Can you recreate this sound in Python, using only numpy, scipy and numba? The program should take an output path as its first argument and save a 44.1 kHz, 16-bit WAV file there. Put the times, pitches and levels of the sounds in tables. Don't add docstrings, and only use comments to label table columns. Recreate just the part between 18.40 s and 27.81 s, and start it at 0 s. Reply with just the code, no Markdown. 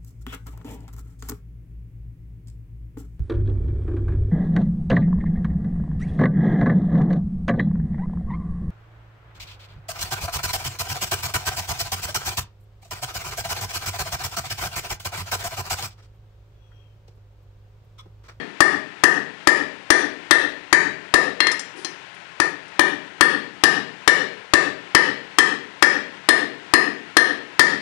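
import sys
import numpy as np
from scipy import signal
from scipy.fft import rfft, irfft
from scipy.io import wavfile
from scipy.ndimage import uniform_filter1d
from numba import njit

SR = 44100
rng = np.random.default_rng(int(sys.argv[2]) if len(sys.argv) > 2 else 0)


def to_wav(s):
    ch = np.atleast_2d(s).T
    pcm = np.round(np.clip(ch, -1, 1) * 32767)
    wavfile.write(sys.argv[1], SR, pcm.astype(np.int16))


N = 414980
LEAD, ONSET_DELAY_S = 22050, .0007
RING_T = np.arange(SR // 2) / SR

# f/Hz, relative level/dB
BLOWER_SPECTRUM = [(18, -58), (30, -44), (50, -23), (179, -2.5), (247, -14.5), (377, -6.5), (483, -9),
                   (1090, -3), (1180, -15), (1270, -4.5), (1750, -2.5), (2740, -6.5), (7960, -29),
                   (9010, -31), (11300, -44.5), (14600, -51), (22000, -120)]
# t/s, strength/dB, slant (0 square to 1 glancing), jaw chatter/dB, head ring/dB
HAMMER_BLOWS = [(-.225, 1, 0.85, -21, -22), (0.2041, -1.5, 0.071, -18, -20), (0.6359, -2, 0.14, -14, -26),
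                (1.0714, -2.5, .1, -33, -28), (1.5024, -2, 0, -5, -21), (1.9084, -2, 1, -14, -21),
                (2.3268, -3, 0.62, -16, -25), (2.7388, -3.5, 0.33, -12, -23), (3.9996, -13.5, 0, -18, -32),
                (4.3925, -6, 0, -34, -24), (4.8081, -2, 0.64, -24, -36), (5.2359, -2.5, 0.79, -14, -19),
                (5.6755, -2.5, 0.97, -6.5, -31), (6.1352, -2.5, 0.11, -25, -23),
                (6.5478, -1.5, 0.42, -3, -34), (6.9843, -4, 0.97, -13, -21), (7.4236, -3, 0.7, -5.5, -28),
                (7.8874, -4, 1, -15, -16), (8.3361, -3, 0.14, -19, -11), (8.767, -3, 0.95, -20, -13),
                (9.1925, -2.5, 0.89, -4, -25)]
# f/Hz, relative level/dB
CRACK_SPECTRUM = [(59, -57), (100, -10.5), (604, -2), (1110, 0.5), (1900, 0.5), (3180, -4.5), (4630, -2.5),
                  (5210, -4), (7730, -12), (9810, -8), (11300, -27.5), (14600, -57), (22000, -120)]
# f/Hz, level/dB, t60/s before damping, sign of the first swing
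ANVIL_MODES = [(277.5, -23.0, 0.65, 1), (284.0, -21.0, 0.45, 1), (292.0, -24.0, 0.65, 1),
               (299.0, -21.0, 0.45, 1), (314.0, -10.0, 0.2, 1), (348.5, -14.0, 0.3, -1),
               (368.5, -9.0, 0.2, -1), (378.5, -29.0, 0.65, -1), (390.0, -19.0, 0.65, -1),
               (404.0, -16.0, 0.2, -1), (430.5, -25.0, 0.65, -1), (500.0, -22.0, 0.3, 1),
               (771.0, -24.0, 0.4, 1), (981.0, -24.0, 0.45, 1), (1696.5, -11.0, 0.45, -1),
               (1705.0, -13.0, 0.3, -1), (1710.5, -25.0, 0.65, 1), (1739.0, -24.0, 0.45, -1),
               (1752.5, -21.0, 0.45, -1), (1774.0, -19.0, 0.45, -1), (1781.5, -13.0, 0.45, -1),
               (1790.5, -19.0, 0.45, -1), (1797.0, -4.0, 0.3, -1), (1802.0, -11.0, 0.45, -1),
               (1807.0, -7.0, 0.45, 1), (1816.5, -14.0, 0.45, -1), (1829.0, -17.0, 0.2, -1),
               (1904.5, -19.0, 0.2, 1)]
# f/Hz, level/dB, t60/s before damping
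HEAD_MODES = [(4195, 0, .3)]
# f/Hz, level/dB, t60/s before damping
TONGS_MODES = [(3262, -6, .06), (3560, -8, .06), (3920, -6, .07), (4210, -6, .14), (4660, -10, .1),
               (5093, -3, .1), (5180, -4, .11), (5670, -3, .08), (6040, -6, .09), (6320, -5, .08),
               (6780, -11, .06), (7050, -12, .08), (7430, -6, .08), (8204, -10, .09), (8910, -6, .09),
               (9450, -11, .07), (9800, -9, .07), (11200, -14, .09)]
# f/Hz, relative level/dB
ROOM_SPECTRUM = [(60, -33), (150, -1.5), (240, -1.5), (350, -2.5), (700, -0.5), (1000, -4), (1400, -2),
                 (1850, 5), (2350, -1.75), (3000, -6), (6000, -7.5), (7900, -6), (9000, -7.5),
                 (11400, -5.5)]
# f/Hz, t60/s
ROOM_DECAY = [(100, 0.61), (300, 0.77), (1000, 0.35), (3000, 0.49), (6000, 0.37), (11000, 0.26)]
# t/s, contact/dB, ring/dB
HAMMER_DROPS = [(3.0029, -16, -12.5), (3.0684, -19, -18.5)]
# f/Hz, level/dB, t60/s
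FACE_MODES = [(2116, 4, 0.017), (2330, -21, 0.058), (2800, -1.5, 0.028)]
# t/s, strength/dB, weight on the anvil/dB, rivet rattle/dB
TONGS_CLINKS = [(3.1143, -18.5, -32, -24.5), (3.1924, -25.5, -51, -26), (3.4457, -21, -19, -45),
                (3.744, -52, -64, -52), (3.7986, -56, -68, -60), (4.2794, -51, -65, -52)]


def gain_of(db):
    return 10 ** (np.asarray(db) / 20)


def unit_rms(x):
    return x / np.sqrt(np.mean(x ** 2) + 1e-20)


def curve_at(points, hz):
    f, value = np.transpose(points)
    return np.interp(np.log(hz + 1), np.log(f + 1), value)


def add(bus, s, sound):
    part = bus[max(LEAD + round((s + ONSET_DELAY_S) * SR), 0):][:len(sound)]
    part += sound[:len(part)]


def coloured(x, spectrum, tilt_db=0):
    hz = np.fft.rfftfreq(len(x), 1 / SR)
    octaves = np.log2(np.maximum(hz / 2000, 1))
    return irfft(rfft(x) * gain_of(curve_at(spectrum, hz) + tilt_db * octaves), len(x))


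def modes(table, rise_s, damping_db_per_s=0):
    hz, db, t60 = np.transpose(table)[:3, :, None]
    decay = gain_of(db - (60 / t60 + damping_db_per_s) * RING_T)
    return decay * np.sin(2 * np.pi * hz * RING_T) * (1 - np.exp(-RING_T / rise_s))


def blower(level_db=-39.5, swell_db=.5):
    swell = unit_rms(uniform_filter1d(rng.standard_normal(N + LEAD), 4000))
    hiss = unit_rms(coloured(rng.standard_normal(N + LEAD), BLOWER_SPECTRUM))
    return gain_of(level_db + swell_db * swell) * hiss


def blow_levels(s, db, slant, jaws_db, head_db):
    tilt_db = np.interp(slant, (0, 1), (-2, .34))
    stand_db = db + np.interp(slant, (0, 1), (7.5, 5))
    horn_db = db + np.interp(slant, (0, 1), (6, 8.5))
    reins_db = db + np.interp(slant, (0, 1), (-28, 7.5))
    rivet_db = db + np.interp(slant, (0, 1), (2, -55)) - 3 * s
    return s, db, tilt_db, stand_db, horn_db, head_db, (reins_db, jaws_db, rivet_db)


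def crack(noise, tilt_db, t60, rise_s):
    t = np.arange(len(noise)) / SR
    envelope = gain_of(-60 * t / t60) * (1 - np.exp(-(t / rise_s) ** 2))
    return coloured(noise, CRACK_SPECTRUM, tilt_db) / np.std(coloured(noise, CRACK_SPECTRUM)) * envelope


def anvil_rings():
    hz, sign = np.transpose(ANVIL_MODES)[[0, 3]]
    body = sign[:, None] * modes(ANVIL_MODES, rise_s=.0091, damping_db_per_s=28)
    return body[hz < 1200].sum(0), body[hz > 1200].sum(0)


def tongs_ring(parts_db, tongs_modes):
    parts_hz = (3500, 5500, 9000)
    modes_db = np.interp(np.transpose(TONGS_MODES)[0], parts_hz, parts_db)
    return gain_of(modes_db + 3 * rng.standard_normal(len(modes_db))) @ tongs_modes


def hammer_strikes(sharp, rings, strikes):
    dull_noise = rng.standard_normal(1024)
    t = np.arange(400) / SR
    thump = -np.sin(2 * np.pi * 1200 * t) * gain_of(-60 * t / .011)
    bass = gain_of(-23) * np.hanning(len(t))
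    stand, horn = anvil_rings()
    head = modes(HEAD_MODES, rise_s=.00062)[0]
    pressed_tongs = modes(TONGS_MODES, rise_s=.000059, damping_db_per_s=350)
    for s, db, tilt_db, stand_db, horn_db, head_db, parts_db in strikes:
        dull = crack(dull_noise, tilt_db - 9, t60=.015, rise_s=.002)
        bright = crack(rng.standard_normal(1024), tilt_db + 2.5, t60=.017, rise_s=.0018)
        add(sharp, s, gain_of(db + 17) * dull + gain_of(db + 15) * bright)
        add(sharp, s, gain_of(db + 16) * thump)
        add(sharp, s, tongs_ring(parts_db, pressed_tongs))
        add(rings, s, gain_of(stand_db) * bass)
        add(rings, s, gain_of(stand_db) * stand + gain_of(horn_db) * horn + gain_of(head_db) * head)


def room(x):
    taps = np.zeros(SR)
    slots = np.arange(180, SR - 10, 10)
    taps[slots + rng.integers(0, 10, len(slots))] = rng.choice([-1., 1.], len(slots))
    hz, t, bands = signal.stft(taps, SR, nperseg=512)
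    bands_db = curve_at(ROOM_SPECTRUM, hz)[:, None] - 60 * t / curve_at(ROOM_DECAY, hz)[:, None]
    tail = signal.istft(bands * gain_of(bands_db), SR, nperseg=512)[1]
    return signal.fftconvolve(x, tail / np.linalg.norm(tail))[:len(x)]


@njit
def follow(over_db, attack, release):
    out, state = np.empty_like(over_db), 0.
    for i in range(len(over_db)):
        state += (attack if over_db[i] > state else release) * (over_db[i] - state)
        out[i] = state
    return out


def gain_control(x, threshold_db=-13.5, depth=.73, attack_s=.0091, release_s=.029):
    power = signal.lfilter([.01], [1, -.99], x ** 2)
    over_db = np.maximum(10 * np.log10(power + 1e-12) - threshold_db, 0)
    return x / gain_of(depth * follow(over_db, 1 / (attack_s * SR), 1 / (release_s * SR)))


def drop_levels(s, db, ring_db):
    tilt_db = -1.6
    stand_db, horn_db, head_db = ring_db + 3.5, ring_db + 4, ring_db + .5
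    return s, db, tilt_db, stand_db, horn_db, head_db, ring_db + np.array([7, -4, -24])


def face_pings(sharp):
    for s, _, ring_db in HAMMER_DROPS:
        add(sharp, s, gain_of(ring_db + 9) * modes(FACE_MODES, rise_s=.00041).sum(0))


def tongs_clinks(sharp, rings):
    stand, horn = anvil_rings()
    hand_held_tongs = modes(TONGS_MODES, rise_s=.00033, damping_db_per_s=150)
    resting_head = modes(HEAD_MODES, rise_s=.001, damping_db_per_s=200)[0]
    anvil = stand + gain_of(-10) * horn + gain_of(-6) * resting_head
    for s, db, weight_db, rivet_db in TONGS_CLINKS:
        add(sharp, s, tongs_ring((db - 6, db, rivet_db), hand_held_tongs))
        tick = crack(rng.standard_normal(1024), tilt_db=.92, t60=.042, rise_s=.00055)
        add(sharp, s, gain_of(db - .5) * tick)
        add(rings, s, gain_of(weight_db) * anvil)


def tongs_scrape(sharp, rings, s=3.345, swell_s=.028):
    hiss = crack(rng.standard_normal(8192), tilt_db=2.8, t60=.51, rise_s=.029)
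    stand, _ = anvil_rings()
    add(sharp, s, gain_of(-40.5) * hiss)
    add(rings, s, gain_of(-17) * stand * np.minimum(RING_T / swell_s, 1))


def scene():
    sharp, rings = np.zeros((2, N + LEAD))
    blows = [blow_levels(*blow) for blow in HAMMER_BLOWS]
    drops = [drop_levels(*drop) for drop in HAMMER_DROPS]
    hammer_strikes(sharp, rings, blows + drops)
    face_pings(sharp)
    tongs_clinks(sharp, rings)
    tongs_scrape(sharp, rings)
    reverb = gain_of(-5.5) * room(sharp) + gain_of(-30.5) * room(rings)
    left = sharp + rings + reverb + blower()
    return np.array([left, 0 * left])[:, LEAD:]


def record(dry):
    ducked, knee = gain_control(dry[0]), 8.
    squashed = 1.186 * ducked / (1 + abs(ducked / .83) ** knee) ** (1 / knee)
    preamp_lowpass = signal.ellip(10, .5, 95, 11400, fs=SR, output="sos")
    clipped = np.clip(signal.sosfilt(preamp_lowpass, squashed), -.99, .99)
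    recorder_lowpass = signal.firwin(255, 15700, window=("kaiser", 6), fs=SR)
    left = signal.oaconvolve(clipped, recorder_lowpass, "same")
    return np.array([left, 0 * left])


dry = scene()
out = record(dry)
to_wav(out)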